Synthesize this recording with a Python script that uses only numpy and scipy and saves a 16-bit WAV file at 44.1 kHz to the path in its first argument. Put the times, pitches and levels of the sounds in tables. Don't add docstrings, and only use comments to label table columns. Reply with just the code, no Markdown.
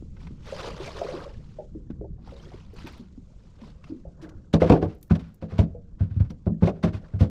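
import sys
import numpy as np
from scipy import signal
from scipy.fft import rfft, irfft
from scipy.io import wavfile
from scipy.ndimage import uniform_filter1d

SR = 44100
rng = np.random.default_rng(int(sys.argv[2]) if len(sys.argv) > 2 else 0)


def unload_wav(signal):
    wavfile.write(
        sys.argv[1],
        SR,
        np.round(np.clip(np.atleast_2d(signal).T, -1, 1) * 32767).astype(np.int16),
    )


N = 321909


def gain_of(db):
    return 10 ** (np.asarray(db) / 20)


def unit_rms(x):
    return x / np.sqrt(np.mean(x ** 2) + 1e-20)


def unit_peak(x):
    return x / abs(x).max()


def add(mix, start_s, sound):
    part = mix[max(round(start_s * SR), 0):][:len(sound)]
    part += sound[:len(part)]


def attack(t, rise_s):
    return 1 - np.exp(-t / rise_s)


def fader(points):
    return gain_of(np.interp(np.arange(N) / SR, *np.transpose(points)))


def eq_db(eq, hz):
    freq_hz, level_db = np.transpose(eq)
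    return np.interp(np.log(hz + 1), np.log(freq_hz + 1), level_db)


def equalised(x, eq):
    hz = np.fft.rfftfreq(len(x), 1 / SR)
    return unit_rms(irfft(rfft(x) * gain_of(eq_db(eq, hz)), len(x)))


def ringing(t, hz, db, t60, phase=0):
    return (gain_of(db - 60 * t / t60) * np.sin(2 * np.pi * (hz * t + phase))).sum(0)


def restless_noise(eq, size, patch_db, flicker_db):
    frames, hz = 4 * N // size + 5, np.fft.rfftfreq(size, 1 / SR)
    real, imag, patches = rng.standard_normal((frames, len(hz), 3)).T
    patches = unit_rms(uniform_filter1d(uniform_filter1d(patches, size=5, axis=0), size=8, axis=1))
    flicker = unit_rms(uniform_filter1d(rng.standard_normal(frames), size=4))
    level_db = eq_db(eq, hz)[:, None] + patch_db * patches + flicker_db * flicker
    spectra = (real + 1j * imag) * gain_of(level_db)
    return unit_rms(signal.istft(spectra, nperseg=size, noverlap=3 * size // 4)[1][:N])


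# freq_hz, level_db
WIND_EQ = [(7.1, -24.5), (12, 12), (58, 0), (119, -7.5), (156, 2.5), (205, -14.5), (236, -14), (487, -28.5),
           (639, -69.5), (900, -57.5), (1980, -120)]
# time_s, level_db
WIND_RIDE = [(0, -43.5), (.8, -43.5), (1.45, -43.5), (1.55, -46.5), (2.0, -41.5), (2.55, -45.5),
             (2.95, -46), (3.2, -51.5), (3.7, -50), (4.1, -49), (4.45, -45.5), (4.7, -50.5), (5.3, -55),
             (6.0, -47.5), (7.3, -50.5)]


def wind():
    return fader(WIND_RIDE) * restless_noise(WIND_EQ, size=1024, patch_db=1.8, flicker_db=1.2)


# freq_hz, level_db
HISS_EQ = [(290, -20), (500, -9.5), (1090, -58.5), (1930, -15.5), (7130, -15.5), (15500, -57)]
# time_s, level_db
HISS_RIDE = [(1.6, -77), (2.1, -87.5), (3.3, -78.5), (4.3, -82), (5.7, -85.5), (7.3, -82)]


def hiss():
    return fader(HISS_RIDE) * restless_noise(HISS_EQ, size=512, patch_db=1.5, flicker_db=1.5)


def bubbles(low_hz, high_hz, per_s, decay_cycles, spread_db):
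    out = np.zeros(N)
    for hz in np.geomspace(low_hz, high_hz, num=16):
        cycles = np.arange(round(3 * decay_cycles / hz * SR)) / SR * hz
        envelope = np.exp(-cycles / decay_cycles) * (1 - np.exp(-cycles))
        tone = np.sin(2 * np.pi * (cycles + 0.0041 * cycles ** 2)) * envelope
        chance, size = rng.random((2, N))
        train = (chance < per_s / 16 / SR) * gain_of(-spread_db * np.log(size + 0.012))
        out += signal.oaconvolve(train, tone)[:N]
    return unit_rms(out)


# freq_hz, level_db
SPRAY_EQ = [(530, -35), (900, 1), (1730, -9), (2200, -7), (4940, -10.5), (12500, -37.5), (15500, -57)]
# freq_hz, level_db
GURGLE_EQ = [(150, -18), (250, -16.5), (503, 8.5), (747, -7), (1290, -10), (1600, -11.5), (2080, -58.5)]
# start_s, hold_s, spray_db, gurgle_db
SPLASHES = [(0.214, 0.016, -63, -68), (0.476, 0.065, -51, -56), (0.603, 0.063, -45.5, -42),
            (0.76, 0.1, -59.5, -49), (0.85, 0.018, -47, -54.5), (0.977, 0.0093, -48, -44.5),
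            (1.072, 0.16, -53.5, -45.5), (1.343, 0.23, -70.5, -101), (2.276, 0.33, -62, -68),
            (2.765, 0.2, -58, -67.5), (3.405, 0.088, -74.5, -82), (3.62, 0.048, -64, -61.5),
            (3.866, 0.013, -65.5, -64), (4.248, 0.015, -78, -52), (7.035, 0.047, -71, -61)]


def splashing():
    rise_db_per_s, fall_db_per_s, trickle_db = 288, 156, -73.5
    spray = restless_noise(SPRAY_EQ, size=256, patch_db=3.0, flicker_db=2.5)
    droplets = equalised(bubbles(994, 5940, per_s=900, decay_cycles=3.8, spread_db=22.0), SPRAY_EQ)
    gurgle = restless_noise(GURGLE_EQ, size=512, patch_db=3.5, flicker_db=2.5)
    gurgle += 0.65 * bubbles(330, 1900, per_s=500, decay_cycles=5.5, spread_db=4.0)
    t = np.arange(0, N / SR, 0.002)
    gains = np.zeros((2, len(t)))
    for start_s, hold_s, *levels_db in SPLASHES:
        swell_db = rise_db_per_s * np.maximum(start_s - t, 0)
        drain_db = fall_db_per_s * np.maximum(t - start_s - hold_s, 0)
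        gains += gain_of(np.c_[levels_db] - swell_db - drain_db)
    spray_gain, gurgle_gain = (np.interp(np.arange(N) / SR, t, gain) for gain in gains)
    gurgle_gain += gain_of(trickle_db)
    return spray_gain * unit_rms(spray + 0.22 * droplets) + gurgle_gain * unit_rms(gurgle)


# start_s, level_db, pitch_hz, t60_s
PLOPS = [(0.024, -23.5, 285, 0.011), (0.308, -35, 234, 0.036), (0.523, -29.5, 544, 0.065),
         (0.637, -25, 575, 0.014), (0.675, -22.5, 492, 0.018), (0.801, -29, 381, 0.076),
         (0.877, -26.5, 600, 0.032), (1.015, -18.5, 627, 0.045), (1.046, -21, 490, 0.019),
         (1.086, -30, 516.4, 0.15), (1.139, -27.5, 346, 0.07), (1.586, -29.5, 594, 0.074),
         (1.75, -34, 311.7, 0.13), (1.903, -19, 243, 0.033), (2.012, -28.5, 414, 0.081),
         (2.044, -31, 516, 0.034), (2.179, -57.5, 744, 0.095), (2.274, -41.5, 753, 0.03),
         (2.321, -41, 543, 0.14), (2.458, -43, 401, 0.094), (2.517, -40.5, 735, 0.033),
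         (2.542, -35.5, 376, 0.031), (2.733, -44, 417, 0.11), (2.842, -36, 319, 0.12),
         (2.995, -39, 236, 0.19), (3.177, -35, 254.7, 0.048), (3.618, -42, 225.6, 0.22),
         (3.899, -32, 296, 0.085), (3.918, -30, 306.6, 0.12), (4.051, -40, 541, 0.093),
         (4.224, -39.5, 315.6, 0.22), (5.748, -35.5, 484, 0.089)]


def plops():
    out, t = np.zeros(N), np.arange(SR // 3) / SR
    for start_s, level_db, pitch_hz, t60_s in PLOPS:
        pocket = np.sin(2 * np.pi * pitch_hz * t) * gain_of(-60 * t / t60_s)
        spread, phase = rng.random((2, 14, 1))
        octaves = 1.6 * spread - 0.8
        plating_t60_s = 2.77 * t60_s / 2 ** octaves
        plating = ringing(t, pitch_hz * 2 ** octaves, -13 - 14 * abs(octaves), plating_t60_s, phase)
        add(out, start_s, gain_of(level_db) * (pocket + plating) * attack(t, 0.002))
    return out


# freq_hz, level_db
SLAP_EQ = [(590, -9), (1000, -6.5), (1550, -8), (1840, -12.5), (2560, -15), (4810, -21.5), (15500, -54)]
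# pitch_hz, level_db, t60_s
CLANK_MODES = [(1490, -0.5, 0.035), (2152, -6, 0.033), (2566, -2, 0.026), (3590, 5, 0.013),
               (5790, -0.5, .022)]


def wet_slaps(hits):
    out, t = np.zeros(N), np.arange(8192) / SR
    mode_hz, mode_db, t60_s = np.transpose(CLANK_MODES)[:, :, None]
    for start_s, level_db, length_s, spot_hz in hits:
        noise, grain = rng.standard_normal((2, len(t)))
        crackle = gain_of(2.0 * unit_rms(uniform_filter1d(grain, size=90)))
        progress = t / np.clip(length_s, 0.003, 0.05)
        swell = progress ** 1.51 * np.exp(-progress ** 1.28)
        tail = 0.021 * np.tanh(progress) * np.exp(-t / 0.089)
        tilt_db_per_octave = 2.5 * np.log2(spot_hz / 2200)
        eq = [(hz, db + tilt_db_per_octave * np.log2(hz / 2000)) for hz, db in SLAP_EQ]
        puff = unit_peak(equalised(noise * crackle * (swell + tail), eq))
        detune = 1 + 0.018 * rng.standard_normal(mode_hz.shape)
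        pair_hz = spot_hz * np.c_[[0.96, 1.03]] * detune[:2]
        pair_db = -2 + 0.3 * (level_db + 26)
        spot = ringing(t, pair_hz, pair_db, t60=0.024) * attack(t, 0.002)
        octaves_away = abs(np.log2(mode_hz / spot_hz))
        plating = ringing(t, mode_hz * detune, mode_db - 10 * octaves_away, t60_s) * attack(t, 0.0038)
        add(out, start_s - 0.9 * length_s, gain_of(level_db) * puff)
        add(out, start_s, gain_of(level_db) * (spot + plating))
    return out


# start_s, level_db, length_s, spot_hz
SPATTERS = [(0.168, -50.5, 0.0066, 2050), (0.27, -46, 0.0057, 2250), (0.596, -38, .008, 3500),
            (0.675, -37, 0.011, 3070), (0.97, -41, 0.0076, 3100), (1.905, -49, 0.0063, 1520),
            (2.871, -35.5, 0.013, 2560), (3.842, -44, 0.004, 2680), (4.225, -48, 0.016, 5790),
            (4.293, -50, 0.0045, 6740), (4.674, -33, 0.015, 1580), (4.897, -49.5, 0.032, 2610),
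            (5.198, -46, 0.013, 3050), (5.24, -51.5, 0.041, 2590), (6.039, -52, .027, 1550),
            (6.143, -60, 0.0065, 2595), (6.66, -37.5, .012, 3300), (6.692, -36.5, 0.0076, 2530),
            (6.757, -55, 0.021, 1590)]


def spatters():
    return wet_slaps(SPATTERS)


# start_s, level_db, pitch_hz
DRIPS = [(2.288, -45, 1310), (2.364, -49, 3700), (2.398, -47, 3050), (2.437, -49, 1470), (2.454, -49, 3220),
         (2.535, -49, 2120)]


def drips():
    out, t = np.zeros(N), np.arange(2048) / SR
    envelope = gain_of(-60 * t / 0.023) * attack(t, 0.0012)
    for start_s, level_db, pitch_hz in DRIPS:
        tone = np.sin(2 * np.pi * pitch_hz * (t + 3.3 * t ** 2))
        add(out, start_s, gain_of(level_db) * tone * envelope)
    return out


# pitch_hz, level_db, t60_s
LURE_MODES = [(10300, -17, .012), (12300, -8, .016), (14550, -10, .02)]
# start_s, level_db
TINKLES = [(2.738, -56), (2.788, -60), (2.871, -47), (2.924, -55), (2.9776, -58), (4.775, -59),
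           (4.852, -61), (4.87, -67), (4.949, -58.5), (4.984, -68), (5.012, -56.5), (5.028, -39),
           (5.067, -66), (5.078, -60), (5.288, -68), (5.3205, -75), (5.343, -52)]


def lure_tinkles():
    out, t = np.zeros(N), np.arange(4096) / SR
    mode_hz, mode_db, t60_s = np.transpose(LURE_MODES)[:, :, None]
    highpass = signal.butter(1, 4500, "high", fs=SR, output="sos")
    click_envelope = np.exp(-t / 0.002) + 0.09 * np.exp(-t / 0.02)
    for start_s, level_db in TINKLES:
        blend, detune = rng.standard_normal((2, len(LURE_MODES), 1))
        click = signal.sosfilt(highpass, rng.standard_normal(len(t)) * click_envelope)
        rings = ringing(t, mode_hz * (1 + 0.008 * detune), mode_db + 3 * blend, t60_s)
        add(out, start_s, gain_of(level_db) * (rings + 0.7 * click) * attack(t, 0.0012))
    return out


# pitch_hz, level_db, t60_s
BOOM_MODES = [(120, -3, 0.057), (96.1, 6, 0.057), (77, -9.5, 0.11)]
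# pitch_hz, level_db, t60_s
HULL_MODES = [(167.9, 5.5, 0.13), (201.6, 3.5, 0.11), (274, -11, 0.21), (326, -4, 0.066), (399, 1.5, 0.059),
              (469.2, -6.5, 0.2), (546.4, -2, 0.099), (660, -1, 0.055), (806, -7.5, 0.038),
              (1015, -10.5, 0.04)]
# start_s, boom_db, panel_db, ring_db, slap_db, length_s, spot_hz
FLOPS = [(4.538, -9, -8, -10.5, -25.5, 0.011, 3690), (4.618, -15, -22, -8, -26, 0.024, 2100),
         (4.647, -33, -40, -27, -40, 0.021, 1580), (4.699, 0.5, -7, -5.5, -22.5, 0.006, 2360),
         (4.72, -39, -13, -7.5, -23.5, 0.017, 2650), (4.761, -28, -39, -21, -38, 0.017, 1530),
         (4.825, -31, -24, -15, -34.5, 0.015, 1595), (4.857, -21, -33, -38, -53, 0.019, 1560),
         (5.109, -6.5, -10.5, -20.5, -29, 0.014, 1510), (5.153, -18.5, -26, -33, -38.5, 0.0096, 3070),
         (5.424, -28, -32, -30.5, -45.5, 0.02, 2530), (5.519, -31, -39, -37, -45, 0.047, 2120),
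         (5.589, -3.5, -16, -18, -30, 0.014, 3000), (5.628, -20.5, -19.5, -33.5, -46, 0.012, 1575),
         (6.007, -12, -28.5, -39, -46, 0.023, 1560), (6.11, -20.5, -43.5, -52, -52.5, 0.016, 1540),
         (6.164, -15, -32, -56, -57, 0.02, 2750), (6.204, -5, -26.5, -38.5, -44.5, 0.012, 1560),
         (6.249, -38, -50.5, -55.5, -52, 0.017, 2170), (6.304, -36.5, -29, -43.5, -46, 0.008, 5510),
         (6.466, -11, -19, -22, -47.5, 0.013, 1550), (6.505, -24.5, -21, -54, -75, 0.017, 1560),
         (6.623, -10, -13.5, -18, -43.5, 0.02, 1585), (6.634, -41, -46, -22, -36, 0.01, 2290),
         (6.674, -33, -16.5, -15.5, -32, 0.0068, 2300), (6.837, -13.5, -15, -17.5, -27.5, 0.013, 2100),
         (6.878, -20, -29.5, -39, -36.5, 0.014, 1620), (6.941, -22, -35.5, -35, -40.5, 0.02, 2380),
         (7.137, -19.5, -36.5, -38, -51, 0.029, 1560), (7.208, -6, -17, -22.5, -35, 0.021, 3290),
         (7.234, -19, -19, -33, -51, 0.012, 3100)]


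def fish_flops():
    hull, t = np.zeros(N), np.arange(SR // 4) / SR
    hz, db, t60_s = np.transpose(HULL_MODES)[:, :, None]
    flex_hz, flex_db, flex_t60_s = np.transpose(BOOM_MODES)[:, :, None]
    low = hz[:, 0] < 300
    roll_envelope = np.exp(-t[:2048] / 0.02) * attack(t[:2048], 0.00044)
    for start_s, boom_db, panel_db, ring_db, _, length_s, _ in FLOPS:
        stretch = length_s / 0.016
        detune = rng.uniform(-1.29, 1, hz.shape)
        boom_hz = flex_hz * (1 + 0.022 * detune[-len(BOOM_MODES):])
        boom = ringing(t, boom_hz, boom_db + flex_db, flex_t60_s * stretch) * attack(t, 0.008)
        panel_hz = (hz * (1 + 0.04 * detune))[low]
        panels = ringing(t, panel_hz, panel_db + db[low], t60_s[low] * stretch) * attack(t, 0.0058)
        roll = uniform_filter1d(rng.standard_normal(2048), size=22) * roll_envelope
        split_hz = hz * (1 + 0.085 * rng.uniform(-1.06, 1, (4,) + hz.shape))
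        upper = sum(ringing(t, f[~low], db[~low], t60_s[~low] * np.sqrt(stretch)) for f in split_hz)
        ring = gain_of(ring_db) * unit_peak(signal.fftconvolve(upper, roll)[:len(t)])
        add(hull, start_s, ring - boom - panels)
    smear = uniform_filter1d(rng.standard_normal(len(t)), size=40)
    smear *= gain_of(-60 * t / 0.37) * attack(t, 0.0051)
    hum = gain_of(-24.5) * signal.oaconvolve(hull, smear / np.linalg.norm(smear))[:N]
    low_cut = signal.butter(4, 62, "high", fs=SR, output="sos")
    skin = wet_slaps([(flop[0], *flop[4:]) for flop in FLOPS])
    return signal.sosfilt(low_cut, hull + hum) + skin


def scene():
    bed = wind() + hiss()
    water = splashing() + plops() + spatters() + drips()
    return (bed + water + lure_tinkles() + fish_flops())[None]


def record(dry):
    rounded = np.tanh(dry / 0.75)
    lowpass = signal.firwin(511, 15600, window=("kaiser", 9), fs=SR)
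    return signal.oaconvolve(rounded, lowpass[None], "same")


dry = scene()
out = record(dry)
unload_wav(out)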